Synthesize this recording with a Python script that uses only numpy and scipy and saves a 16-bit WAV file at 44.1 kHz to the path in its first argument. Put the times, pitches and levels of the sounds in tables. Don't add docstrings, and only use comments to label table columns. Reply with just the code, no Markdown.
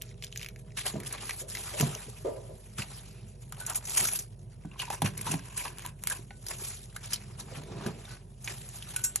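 import sys
import numpy as np
from scipy import signal
from scipy.fft import rfft, irfft, next_fast_len
from scipy.io import wavfile
from scipy.ndimage import uniform_filter1d, map_coordinates

SR = 44100
rng = np.random.default_rng(int(sys.argv[2]) if len(sys.argv) > 2 else 0)


def to_wav(s):
    ch = np.atleast_2d(s).T
    pcm = np.round(np.clip(ch, -1, 1) * 32767)
    wavfile.write(sys.argv[1], SR, pcm.astype(np.int16))


def amplitude_ratio(level_db):
    exponent = np.asarray(level_db, float) / 20
    return 10 ** exponent


N = 405719

# [f/Hz, level/dB]
LEAF_SPECTRUM = [(300, -19), (600, -2.5), (1000, -5.5), (2500, -1), (4500, -3.5), (6500, -1), (9000, 8.5),
                 (11000, 5.5), (12500, -11.5), (14000, -14), (15500, -24), (16300, -45)]


def unit(x):
    return x / np.sqrt(np.mean(x ** 2) + 1e-20)


def along(points, hz):
    f, v = np.transpose(points)
    return np.interp(np.log(hz + 1), np.log(f + 1), v)


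def wobble(rate_hz):
    coarse = np.arange(0, N + 32, 32)
    knots = rng.standard_normal(int(N * rate_hz / SR) + 5)
    return np.interp(np.arange(N), coarse, map_coordinates(knots, [coarse * rate_hz / SR]))


def filtered(x, response):
    n = x.shape[-1]
    m = next_fast_len(n + 2048)
    return irfft(rfft(x, m) * response(np.fft.rfftfreq(m, 1 / SR)), m)[..., :n]


def mode(f, hz, width_hz):
    return 1j * f * width_hz / (hz * hz - f * f + 1j * f * width_hz)


def place(times_s, rows):
    at = (np.asarray(times_s) * SR).astype(int)[:, None] + np.arange(rows.shape[1])
    return np.bincount(at.ravel(), rows.ravel(), N + SR)[:N]


def spread(pair):
    # [f/Hz, correlation]
    alike = [(60, 1), (250, 0.94), (700, 0.087), (1700, 0.89), (4500, 0.019), (6500, 0.76), (9000, 0.82),
             (15000, 0.72)]

    def mid_side(hz):
        turn = np.arccos(np.clip(along(alike, hz), -1, 1)) / 2
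        return np.sqrt(2) * np.array([np.cos(turn), np.sin(turn)])

    mid, side = filtered(pair, mid_side)
    return np.array([mid + side, mid - side]) / np.sqrt(2)


def coloured(spectrum, channels=1):
    return unit(filtered(rng.standard_normal((channels, N)), lambda hz: amplitude_ratio(along(spectrum, hz))))


def swells(peak_s, swell_s, fade_s, db, rest_db, hold_s=0):
    t = np.arange(0, N + 128, 128)[:, None] / SR
    climb = (peak_s - hold_s - t).clip(0) / np.maximum(swell_s, .005)
    fade = (t - peak_s) / np.maximum(fade_s, .005)
    down_db = 20 * np.maximum(climb, fade)
    power = amplitude_ratio(2 * rest_db) + amplitude_ratio(2 * (db - down_db)).sum(axis=1)
    return np.interp(np.arange(N) / SR, t[:, 0], np.sqrt(power))


def kitchen_air():
    # [f/Hz, level/dB, unsteadiness/dB]
    hum_tones = [(48.3, -51, 0.2), (116, -59, 2)]
    # [f/Hz, level/dB]
    whine = [(412, -62.5), (486, -63.5), (630, -67)]
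    # [f/Hz, density/dB per Hz]
    fridge = [(36, -36), (62, -8.5), (70, -12.5), (100, -3.5), (123, 0), (172, -18), (205, -16), (284, -31),
              (300, -37), (368, -18.5), (440, -29.5), (680, -29), (900, -43), (1170, -98), (1980, -120)]
    # [f/Hz, level/dB]
    hiss = [(500, 9), (800, 10), (2000, -16), (4500, -21), (6500, -16), (9000, 15), (11000, 6.5),
            (12000, -53), (14000, -50)]
    t = np.arange(N) / SR
    tones = np.zeros(N)
    for hz, db, shake_db in hum_tones:
        level = amplitude_ratio(db + 0.5 + shake_db * wobble(6.9))
        tones = tones + level * np.sin(2 * np.pi * hz * t + 0.27 * wobble(5.7))
    for hz, db in whine:
        tones = tones + amplitude_ratio(db - 2.0 * t + 2.0 * wobble(5.2)) * np.sin(2 * np.pi * hz * t)
    rumble = amplitude_ratio(-50 + 0.24 * wobble(7.1)) * spread(coloured(fridge, channels=2))
    return tones + rumble + amplitude_ratio(-66.5 + wobble(2.86) / 2) * spread(coloured(hiss, channels=2))


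def cracks(rows, over_db=0):
    s, db, hz = np.transpose(rows)[:, :, None]
    t = np.arange(1024) / SR
    fall = amplitude_ratio(-60 * t / 0.0032) + 0.38 * amplitude_ratio(-60 * t / 0.021)
    burst = fall * rng.standard_normal((len(s), len(t)))

    def leaf(f):
        return 3.46 * mode(f, hz, 0.21 * hz) + 0.86 * mode(f, 4500, 4700) * mode(f, 5800, 14000)

    return place(s[:, 0], amplitude_ratio(db + over_db - 6.5) * filtered(burst, leaf))


def strokes():
    # [peak t/s, crinkle/dB, swell/s per 20 dB, fade/s per 20 dB, fizz/dB re crinkle]
    rub_rows = [(0.019, -57, 0.025, 0.25, -13), (0.43, -51.5, 0.13, 0.066, -4),
                (1.03, -53.5, 0.37, .15, -13), (1.14, -46.5, 0.088, 0.28, -19),
                (1.3, -43.5, 0.12, 0.035, 0), (1.414, -52.5, 0.29, 0.032, 7), (1.56, -47, 0.094, 1, 0),
                (1.85, -43.5, 0.29, 0.27, -5), (2.7, -67, 0.38, 0.37, 3), (2.93, -53, 0.16, 0.38, -2.5),
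                (3.681, -47.5, 0.15, 0.21, -29), (3.76, -53.5, 0.25, 0.036, 7),
                (3.904, -44, 0.065, 0.049, 3.5), (3.985, -35.5, 0.051, 0.16, 3.5),
                (4.04, -38, 0.15, 0.036, 5.5), (4.09, -43.5, .04, 0.054, 8.5), (4.16, -43, 0.05, 0.056, 8),
                (4.197, -47.5, 0.025, 0.044, 7.5), (4.76, -64.5, 0.37, 0.73, -18),
                (5.32, -37, 0.11, 0.058, 1.5), (5.5, -53, 1, 0.12, -6), (5.67, -47, 0.22, 0.06, -1),
                (5.869, -50.5, 0.54, 0.072, -4.5), (6.115, -41.5, 0.09, 0.1, 2.5),
                (6.68, -48, 0.29, 0.21, 3.5), (7.031, -52, 0.16, 0.63, -6), (7.55, -50, 0.15, 0.19, -8.5),
                (7.87, -47.5, 0.33, 0.1, -29), (8.13, -51.5, 0.41, 0.1, -8), (8.45, -53.5, 0.052, 0.79, 2),
                (8.97, -50.5, 0.57, 0.32, -2.5)]
    # [t/s, crinkle/dB, fizz/dB re crinkle, crumple/dB re crinkle]
    dab_rows = [(0.25, -49.5, -7, 3), (0.8, -37, -7.5, -14), (0.878, -37.5, -1.5, -3.5),
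                (1.088, -47, -1.5, -9), (1.51, -52, 6, -15), (3.625, -54, -1, -8), (5.092, -43, -3, -8),
                (5.195, -52, -2, -3), (0.905, -46, -1, -5), (4.005, -41, 6, -8), (4.85, -44, -6, -8),
                (5, -52.5, -6, -5), (7.415, -48.5, -6.5, -5.5), (3.44, -63, 0, -7), (3.3, -66, 6, -12),
                (2.655, -64, -8, -3), (0.606, -62.5, 1, -5), (8.78, -55.5, 4, -4), (5.62, -44.5, 2, -10),
                (1.811, -35.5, -26, -15), (2.806, -38, -8, -5.5), (4.82, -34.5, -12, -13),
                (4.933, -42.5, 2.5, 1), (5.064, -38, -3, -1.5), (5.592, -38.5, 3, -11),
                (6.514, -41.5, -2, -2.5), (7.13, -42.5, -5, -21), (8.514, -42.5, -12.5, -3.5),
                (9.18, -48.5, -12, -12)]
    dab_swell_s, dab_hold_s, dab_fade_s = 0.018, 0.02, 0.062
    settle_db, settle_crumple_db, settle_fizz_db = -79, -5, 0.5
    rubs = [(*row, -4.5 - 0.19 * row[4], 0) for row in rub_rows]
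    dabs = [(s, db - 2.0, dab_swell_s, dab_fade_s, fizz_db, crumple_db, dab_hold_s)
            for s, db, fizz_db, crumple_db in dab_rows]
    s, db, swell_s, fade_s, fizz_db, crumple_db, hold_s = np.transpose(rubs + dabs)
    crumple_db = crumple_db - 14.5 * (s < .72)
    registers = [(0, 0), (crumple_db, settle_crumple_db), (fizz_db, settle_fizz_db)]
    return [swells(s, swell_s, fade_s, db + over_db, settle_db + rest_db, hold_s)
            for over_db, rest_db in registers]


def grains(count, cycles, scatter_db):
    when, pitch, size = rng.random((3, count))
    hz = (500 * (13000 / 500) ** pitch)[:, None]
    t = np.arange(256) / SR
    level = amplitude_ratio(-scatter_db * np.log(size + .06))[:, None] * np.sqrt(hz) * hz ** .3
    return unit(place(when * N / SR, level * np.exp(-t * hz / cycles) * np.sin(2 * np.pi * hz * t)))


def patched(x, depth_db):
    z = signal.stft(x, nperseg=256)[2]
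    field = uniform_filter1d(rng.standard_normal(z.shape[1:]), size=5, axis=0)
    field = uniform_filter1d(field, size=7, axis=1)
    return signal.istft(z * amplitude_ratio(depth_db * unit(field)), nperseg=256)[1][:, :N]


def rustle():
    # [t/s, grit/0-1]
    grit_rows = [(0, 0.7), (.9, 0.48), (1.5, 0.42), (1.9, 0.26), (3.4, 0.35), (3.6, 0.78), (4.3, 0.5),
                 (7.4, 0.36), (8.4, 0.3), (8.5, 0.5), (8.6, 0.33), (9.2, 0.38)]
    # [from t/s, to t/s]
    rummage_s = (4.72, 6.2)
    # [f/Hz, width/Hz, level/dB]
    hollow_modes = [(1034, 83, 10.5), (1580, 190, 2), (2560, 730, 0)]
    crinkling, crumpling, fizzing = strokes()
    t = np.arange(N) / SR
    grit_s, grit = np.transpose(grit_rows)
    grit = np.clip(np.interp(t, grit_s, grit), 0, 1.5)
    clumps = amplitude_ratio(np.minimum(grit * (4.4 * wobble(30) + 6 * wobble(160)), 7))
    clumps = clumps / np.sqrt(abs(uniform_filter1d(clumps ** 2, size=SR // 8)))
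    friction = clumps * rng.standard_normal((2, N))
    crackle = 0.83 * grit * clumps * grains(count=6000, cycles=1.85, scatter_db=4)
    leaves = patched(spread(friction) + crackle, depth_db=2.8)
    leaves = filtered(leaves, lambda hz: amplitude_ratio(along(LEAF_SPECTRUM, hz)))

    def container(f):
        modes = sum(amplitude_ratio(db) * mode(f, hz, w) * (f < 5000) for hz, w, db in hollow_modes)
        return 0.6 + modes / 2 + 0.083 * (f > 5000)

    inside = np.interp(t, np.repeat(rummage_s, 2) + [-.05, 0, 0, .05], [0, 1, 1, 0])
    leaves = leaves + inside * (filtered(leaves, container) - leaves)

    def low(hz, edge_hz):
        return 1 / (1 + (hz / edge_hz) ** 4)

    crumple = unit(filtered(leaves, lambda hz: low(hz, 1234) - low(hz, 575)))
    crinkle = unit(filtered(leaves, lambda hz: low(hz, 6110) - low(hz, 1530)))
    fizz = unit(filtered(leaves, lambda hz: 1 - low(hz, 4440)))
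    return amplitude_ratio(-1.0) * (crinkling * crinkle + crumpling * crumple + amplitude_ratio(5.5) * fizzing * fizz)


def snaps():
    # [t/s, peak/dB, f/Hz, fizz/dB re peak]
    rib_rows = [(0.771, -23.5, 2780, -8), (0.857, -27, 1560, -8), (1.111, -30, 2240, -22),
                (1.127, -27.5, 1060, 5.5), (1.294, -17, 2070, -8), (1.5515, -24, 2030, -5),
                (1.57, -29, 2210, -18), (1.799, -17, 2400, -3), (1.81, -14, 6600, -10),
                (2.784, -19, 1280, -9.5), (2.82, -22, 2500, -8), (1.002, -31, 1880, -2),
                (1.034, -37, 1800, 1), (1.31, -26, 2110, -9), (1.739, -30, 2310, -8),
                (7.043, -35, 2300, -12), (7.16, -31, 3980, -5), (8.825, -29.5, 3040, -5),
                (3.524, -24.5, 1270, -8), (4.797, -20, 2940, -17), (5.177, -31, 2170, 6),
                (5.213, -36.5, 1080, 13), (5.312, -27, 2670, -17), (5.576, -27, 1690, 9),
                (6.072, -27, 2240, 8), (6.1, -27, 1620, 7), (6.307, -33.5, 2140, -20),
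                (6.963, -22.5, 1680, -4.5), (8.476, -17, 2200, -28), (8.963, -26, 2550, 9)]
    # [t/s, peak/dB, f/Hz, t60/s]
    glove_rows = [(3.664, -26, 7040, 0.051), (3.699, -20, 7600, 0.015), (3.758, -23, 8100, 0.084),
                  (3.853, -32, 6340, 0.047), (3.896, -26, 6370, 0.027), (3.972, -19.5, 6300, 0.091),
                  (4.071, -25, 6140, 0.099), (4.19, -25, 5940, 0.046), (6.466, -29, 4800, 0.039),
                  (6.485, -27.5, 5700, .03), (6.585, -37, 6170, .03), (6.649, -30.5, 6020, 0.04),
                  (8.444, -34.5, 6320, 0.052), (8.69, -35, 6900, 0.019), (8.758, -39, 6160, 0.049),
                  (7.059, -35.5, 6800, .019), (7.133, -20.5, 5270, 0.051), (7.4, -34.5, 5970, 0.04),
                  (9.039, -22, 7260, 0.12), (9.159, -14, 7050, .016)]
    # [t/s, peak/dB, f/Hz, t60/s]
    bump_rows = [
        (0.936, -35, 730, 0.063),
        (4.903, -13, 820, 0.028),
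        (4.929, -19, 940, 0.025),
        (5.02, -7, 870, 0.031),
        (5.265, -18, 980, 0.1),
        (5.34, -15.5, 790, 0.034),
        (5.652, -18.5, 980, 0.065),
        (5.849, -25, 1010, 0.068),
        (7.864, -19, 610, .06),
    ]
    rib_t60_s, glove_fizz_db, bump_fizz_db = 0.031, 1, -12
    rows = [(*row, rib_t60_s) for row in rib_rows]
    rows += [(s, db, hz, glove_fizz_db, t60) for s, db, hz, t60 in glove_rows]
    rows += [(s, db, hz, bump_fizz_db, t60) for s, db, hz, t60 in bump_rows]
    s, db, hz, fizz_db, t60 = np.transpose(rows)[:, :, None]
    t = np.arange(3000) / SR
    fall = amplitude_ratio(-60 * t / np.clip(t60, .004, .3)) * (1 - np.exp(-t / (0.00015 + 0.013 * t60)))
    burst = fall * rng.standard_normal((len(s), len(t)))

    def body_and_fizz(f):
        body = 2.52 * mode(f, hz, 0.17 * hz) + 0.33 * mode(f, 1600, 5300) ** 2
        return body + amplitude_ratio(fizz_db) * amplitude_ratio(along(LEAF_SPECTRUM, f)) * (1 - 1 / (1 + (f / 5000) ** 4))

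    return place(s[:, 0] - .001, amplitude_ratio(db - 2.5) * filtered(burst, body_and_fizz))


def worktop():
    # [t/s, peak/dB, f/Hz]
    thump_rows = [(0.945, -30, 197), (0.968, -31, 171), (1.808, -25.5, 171), (2.101, -40, 121),
                  (4.67, -38.5, 182), (1.833, -16.5, 139.3), (2.071, -38, 130), (2.797, -27, 119),
                  (4.009, -36, 126), (4.656, -32.5, 175), (5.028, -23, 153), (5.302, -28, 140),
                  (5.343, -23, 168.6), (6.98, -45, 117), (7.582, -35, 131), (7.865, -28, 214)]
    # [peak t/s, boom/dB, swell/s per 20 dB, drag/dB re boom]
    lean_rows = [
        (0.98, -30.5, 0.05, -3.5),
        (1.83, -28, 0.02, -2),
        (2.789, -40, -0.4, -25),
        (5.05, -26, .025, -14),
        (5.35, -29, 0.37, -12),
        (7.89, -30.5, 0.44, -1),
    ]
    # [f/Hz, level/dB]
    boom_spectrum = [(50, -37), (80, -12), (120, 1), (200, -5.5), (300, -32), (500, -54)]
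    # [f/Hz, level/dB]
    drag_spectrum = [(150, -3), (250, -1), (400, 0), (600, -9), (1100, -26), (1600, -40)]
    # [f/Hz, width/Hz, level/dB]
    dish_modes = [(420, 90, 0), (680, 60, 5), (1000, 80, 13)]
    fade_s, rest_boom_db, rest_drag_db = 0.11, -47, -11.5
    s, db, hz = np.transpose(thump_rows)[:, :, None]
    t = np.arange(SR // 4) / SR
    ring = np.sin(2 * np.pi * hz * t)
    ring = ring + .5 * np.sin(2 * np.pi * 1.654 * hz * t) * amplitude_ratio(-40 * t / 0.35)
    thumps = place(s[:, 0] - .006, amplitude_ratio(db + 6.0 - 60 * t / 0.073) * (1 - np.exp(-t / 0.0044)) * ring)
    at_s, boom_db, swell_s, drag_db = np.transpose(lean_rows)
    boom = swells(at_s, swell_s, fade_s, boom_db, rest_boom_db)
    drag = swells(at_s, swell_s, fade_s, boom_db + drag_db, rest_boom_db + rest_drag_db)
    drag = np.hypot(drag, amplitude_ratio(1.5) * strokes()[1])

    def sings(f):
        return amplitude_ratio(along(drag_spectrum, f)) * (1 + sum(amplitude_ratio(d) * mode(f, c, w) for c, w, d in dish_modes))

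    scrape = unit(filtered(rng.standard_normal(N), sings))
    return thumps + amplitude_ratio(-8.0 + 2.0 * wobble(25)) * (boom * coloured(boom_spectrum)[0] + drag * scrape)


def pops():
    # [t/s, peak/dB, f/Hz, t60/s]
    pop_rows = [(0.938, -30, 424, .05), (0.955, -30, 632, 0.069), (1.742, -31.5, 600, 0.065),
                (1.804, -22.5, 417, 0.055), (1.826, -25.5, 687, 0.062), (1.829, -34, 1000, .05),
                (1.955, -37, 410, .07), (1.957, -37, 613, 0.066), (2.081, -37, 420, 0.088),
                (4.006, -25, 2250, .015), (4.053, -26, 1380, .02), (4.648, -41.5, 744, 0.037),
                (4.715, -41, 2766, 0.021), (4.745, -48, 1030, 0.027), (4.759, -40, 1070, .03),
                (4.8, -26.5, 2960, .035), (4.83, -30, 980, 0.024), (4.879, -33.5, 940, 0.047),
                (5.06, -32.5, 2820, .05), (5.311, -30, 2700, .025), (5.656, -35.5, 996, 0.077),
                (5.66, -39, 1700, .04), (5.852, -38, 980, 0.04), (6.111, -26.5, 1620, .045),
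                (6.12, -31.5, 1000, .04), (6.192, -32.5, 374, .03), (6.308, -40, 800, .03),
                (6.619, -33, 403, .03), (7.135, -29, 3060, .03), (8.053, -39.5, 3610, 0.019)]
    s, db, hz, t60 = np.transpose(pop_rows)[:, :, None]
    t = np.arange(4096) / SR
    waver = 4.3 * uniform_filter1d(rng.standard_normal((len(s), len(t))), size=100, axis=1)
    level = amplitude_ratio(db - 60 * t / np.clip(t60, .008, .15)) * (1 - np.exp(-t * hz / 0.72))
    return place(s[:, 0], level * np.sin(2 * np.pi * hz * t + waver))


def slides():
    # [peak t/s, level/dB, swell/s per 20 dB, fade/s per 20 dB]
    slide_rows = [
        (1.2, -51, .15, 0.22),
        (3.18, -62.5, .4, .2),
        (5.4, -60, .1, .15),
        (7.8, -62, 0.43, .15),
    ]
    s, db, swell_s, fade_s = np.transpose(slide_rows)
    hiss = filtered(rng.standard_normal(N), lambda f: mode(f, 2600, 370) + .3 * mode(f, 3800, 1500))
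    return swells(s, swell_s, fade_s, db, rest_db=-88) * amplitude_ratio(2.7 * wobble(23)) * unit(hiss)


def knocks():
    # [t/s, peak/dB, t60/s]
    knock_rows = [
        (1.417, -52.5, 0.4),
        (1.739, -46, 0.28),
        (2.25, -36.5, 0.41),
        (2.279, -45.5, 0.2),
        (2.369, -57, 0.66),
        (2.495, -53, 0.26),
        (7.517, -53, 0.21),
    ]
    # [f/Hz, width/Hz, level/dB]
    cupboard = [(394, 51, 0), (536, 47, 1), (650, 39, -0.5), (996, 77, -16), (1190, 27, -18),
                (2170, 130, -47)]
    s, db, t60 = np.transpose(knock_rows)[:, :, None]
    t = np.arange(SR // 2) / SR
    fall = place(s[:, 0] - .004, amplitude_ratio(db + 8.0 - 60 * t / t60) * (1 - np.exp(-t / 0.0016)))

    def wood(f):
        return sum((-1) ** k * amplitude_ratio(d) * mode(f, c, w) for k, (c, w, d) in enumerate(cupboard))

    return fall * spread(unit(filtered(rng.standard_normal((2, N)), wood)))


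def ticks():
    # [t/s, peak/dB]
    tick_rows = [(1.799, -17), (1.81, -14), (3.5232, -28.5), (3.5467, -37), (3.594, -41), (3.6126, -30),
                 (3.658, -37.5), (3.964, -21), (4.128, -30), (5.838, -37), (5.893, -37), (6.029, -36),
                 (6.055, -34), (4.0106, -14), (4.053, -17.5), (5.6511, -29), (5.7845, -27), (5.795, -29),
                 (5.822, -30), (5.8627, -21.5), (6.0376, -17.5), (6.0728, -11.5), (6.4664, -32),
                 (7.06, -32), (9.1625, -22.5)]
    s, db = np.transpose(tick_rows)[:, :, None]
    t = np.arange(512) / SR
    fall = amplitude_ratio(-60 * t / 0.003) + 0.22 * amplitude_ratio(-60 * t / 0.013)
    burst = fall * rng.standard_normal((len(s), len(t)))

    def bright(f):
        return (mode(f, 8900, 7200) ** 2 + 0.5 * mode(f, 2270, 4300)) / (1 + (f / 11500) ** 6)

    return place(s[:, 0], amplitude_ratio(db + 4) * filtered(burst, bright))


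def glass():
    # [t/s, low ring/dB, high ring/dB re low]
    tap_rows = [
        (3.612, -43, -21),
        (4.649, -62, -15),
        (6.111, -50, -10),
        (6.308, -55, -19),
        (8.076, -56, -15),
        (8.11, -51, -16),
        (8.961, -39, -1),
        (9.046, -44, 15),
    ]
    # [f/Hz, level/dB, t60/s]
    glass_modes = [(1516, -14, 0.2), (2700, -16, 0.13), (5580, -11, 0.1), (6000, -15, 0.13),
                   (6750, -10, 0.19), (7510, -0.5, 0.18), (9787, -60, 0.19), (11100, -17, 0.29),
                   (13900, -20, 0.22)]
    low_hz = 1493
    s, db, high_db = np.transpose(tap_rows)[:, :, None]
    t = np.arange(SR // 3) / SR
    ring = amplitude_ratio(-60 * t / glass_modes[0][2]) * np.sin(2 * np.pi * low_hz * t)
    ring = ring + 0.6 * amplitude_ratio(-60 * t / 0.11) * np.sin(2 * np.pi * 1.018 * low_hz * t)
    for hz, level_db, t60 in glass_modes[1:]:
        start_db = high_db + level_db + rng.normal(0, 3.2, s.shape)
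        ring = ring + amplitude_ratio(start_db - 60 * t / t60) * np.sin(2 * np.pi * hz * t)
    return place(s[:, 0], amplitude_ratio(db) * (1 - np.exp(-t / 0.00055)) * ring)


def room(x):
    # [f/Hz, t60/s]
    kitchen_t60 = [(200, 0.24), (2000, 0.14), (10000, 0.075)]
    hz, t, z = signal.stft(rng.standard_normal((2, SR // 2)), SR, nperseg=256)
    fall = amplitude_ratio(-60 * t / along(kitchen_t60, hz)[:, None])
    tail = spread(signal.istft(z * fall, SR, nperseg=256)[1])
    late = np.pad(x, (150, 0))[None]
    return signal.fftconvolve(late, tail / np.linalg.norm(tail[0]), axes=1)[:, :N]


def scene():
    # [t/s, peak/dB, f/Hz]
    lift_rows = [(0.0151, -31.5, 2980), (0.0204, -20.5, 7440), (0.035, -41, 2300), (0.092, -46, 6000),
                 (0.239, -25, 3000), (0.268, -35, 3500), (0.405, -35, 2400), (0.706, -46, 2500),
                 (0.72, -37.5, 2300), (0.113, -38, 2220), (0.1425, -47, 2710), (0.2244, -25.5, 2750),
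                 (0.245, -24.5, 6000), (0.326, -30, 3100), (0.3596, -20.5, 2520), (0.375, -21.5, 6400),
                 (0.395, -27, 2640), (0.414, -24, 2490), (0.43, -21.5, 2910), (0.4462, -22, 2400),
                 (0.462, -23.5, 2660), (0.487, -23, 2550), (0.5609, -32.5, 2190)]
    # [t/s, peak/dB, f/Hz]
    flick_rows = [(0.9539, -41, 1510), (1.0018, -35, 1880), (1.0338, -38, 1910), (1.0495, -39, 1790),
                  (1.0614, -37, 7090), (1.125, -29, 1760), (1.3084, -23, 2310), (1.4119, -35, 6430),
                  (1.5002, -33, 6930), (1.5511, -22, 1930), (1.5644, -33, 2120), (1.571, -24, 2200),
                  (1.9507, -30, 5800), (3.7344, -34, 6550), (3.7474, -28, 6650), (4.1164, -30, 6890),
                  (4.7934, -24, 2970), (4.9124, -30, 2070), (5.1723, -35, 2230), (5.1921, -31, 2160),
                  (5.2117, -33, 2330), (6.7116, -34, 2300), (6.8399, -46, 6620), (6.8573, -43, 6890),
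                  (7.1424, -25, 5650), (7.1594, -32, 5080), (7.6365, -34, 2340), (7.8635, -26, 1620),
                  (8.1164, -39, 1500)]
    near = cracks(lift_rows) + snaps() + worktop() + pops() + ticks() + glass()
    near = near + cracks(flick_rows, over_db=3.5)
    leaves = rustle()
    reverb = amplitude_ratio(-12.5) * room(near + leaves[0])
    return near + leaves + reverb + knocks() + kitchen_air() + slides()


def ports(dry):
    # [f/Hz, phase/rad]
    phase_rows = [(0, 0), (520, 0.9), (1550, -0.0), (2500, 0.6), (3790, 0.4), (4220, 0.9), (5430, 5.9),
                  (6800, 6.9), (7840, 8.9), (9730, 9.5), (11800, 12.4), (13800, 12.6), (15000, 15.7),
                  (16100, 15.6)]
    # [f/Hz, level/dB]
    bass_pan = [(100, -2), (500, -1.5), (1500, 0)]
    hz, phase_rad = np.transpose(phase_rows)
    side = np.array([[.5], [-.5]])

    def response(f):
        pair = np.exp(1j * side * np.interp(f, hz, phase_rad)) * amplitude_ratio(side * along(bass_pan, f))
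        return pair * (1 + amplitude_ratio(-6.5) * mode(f, 11150, 350)) / (1 + (36 / (f + 1)) ** 8)

    return filtered(dry, response)


def starved(x):
    # [f/Hz, level/dB]
    audible = [(5000, -110), (8000, -99), (11500, -91), (12300, -82), (13500, -78), (16000, -88)]
    # [f/Hz, level/dB re other channel]
    masked = [(1000, -34), (1800, -7.5), (2500, -29), (6000, -2.5), (7500, -11), (9000, -5.5),
              (13000, -9.5)]
    hz, _, z = signal.stft(np.array([x[0] + x[1], x[0] - x[1]]) / 2, SR, nperseg=1024)
    width = 12
    band = np.arange(len(hz)) // width
    power = np.add.reduceat(abs(z) ** 2, np.arange(0, len(hz), width), axis=1)[:, band] / width
    treble = power[:, len(hz) // 3:].sum(axis=(0, 1))
    attack = treble > 3.6 * np.roll(treble, 2)
    power = uniform_filter1d(power, size=3, axis=2)
    power = power * amplitude_ratio(2.6 * rng.standard_normal((2, band[-1] + 1, z.shape[2])))[:, band]
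    centre = ((band + .5) * width * hz[1])[:, None]
    heard = power > amplitude_ratio(2 * along(audible, centre))
    unmasked = power > amplitude_ratio(2 * along(masked, centre)) * power[::-1]
    keep = heard & (attack | unmasked)
    mid, side = signal.istft(z * keep, SR, nperseg=1024)[1][:, :N]
    return np.array([mid + side, mid - side])


def top_cut(x):
    return signal.sosfilt(signal.butter(12, 16510, fs=SR, output="sos"), x)


def record(dry):
    mix = starved(ports(dry))
    return top_cut(mix)


dry = scene()
out = record(dry)
to_wav(out)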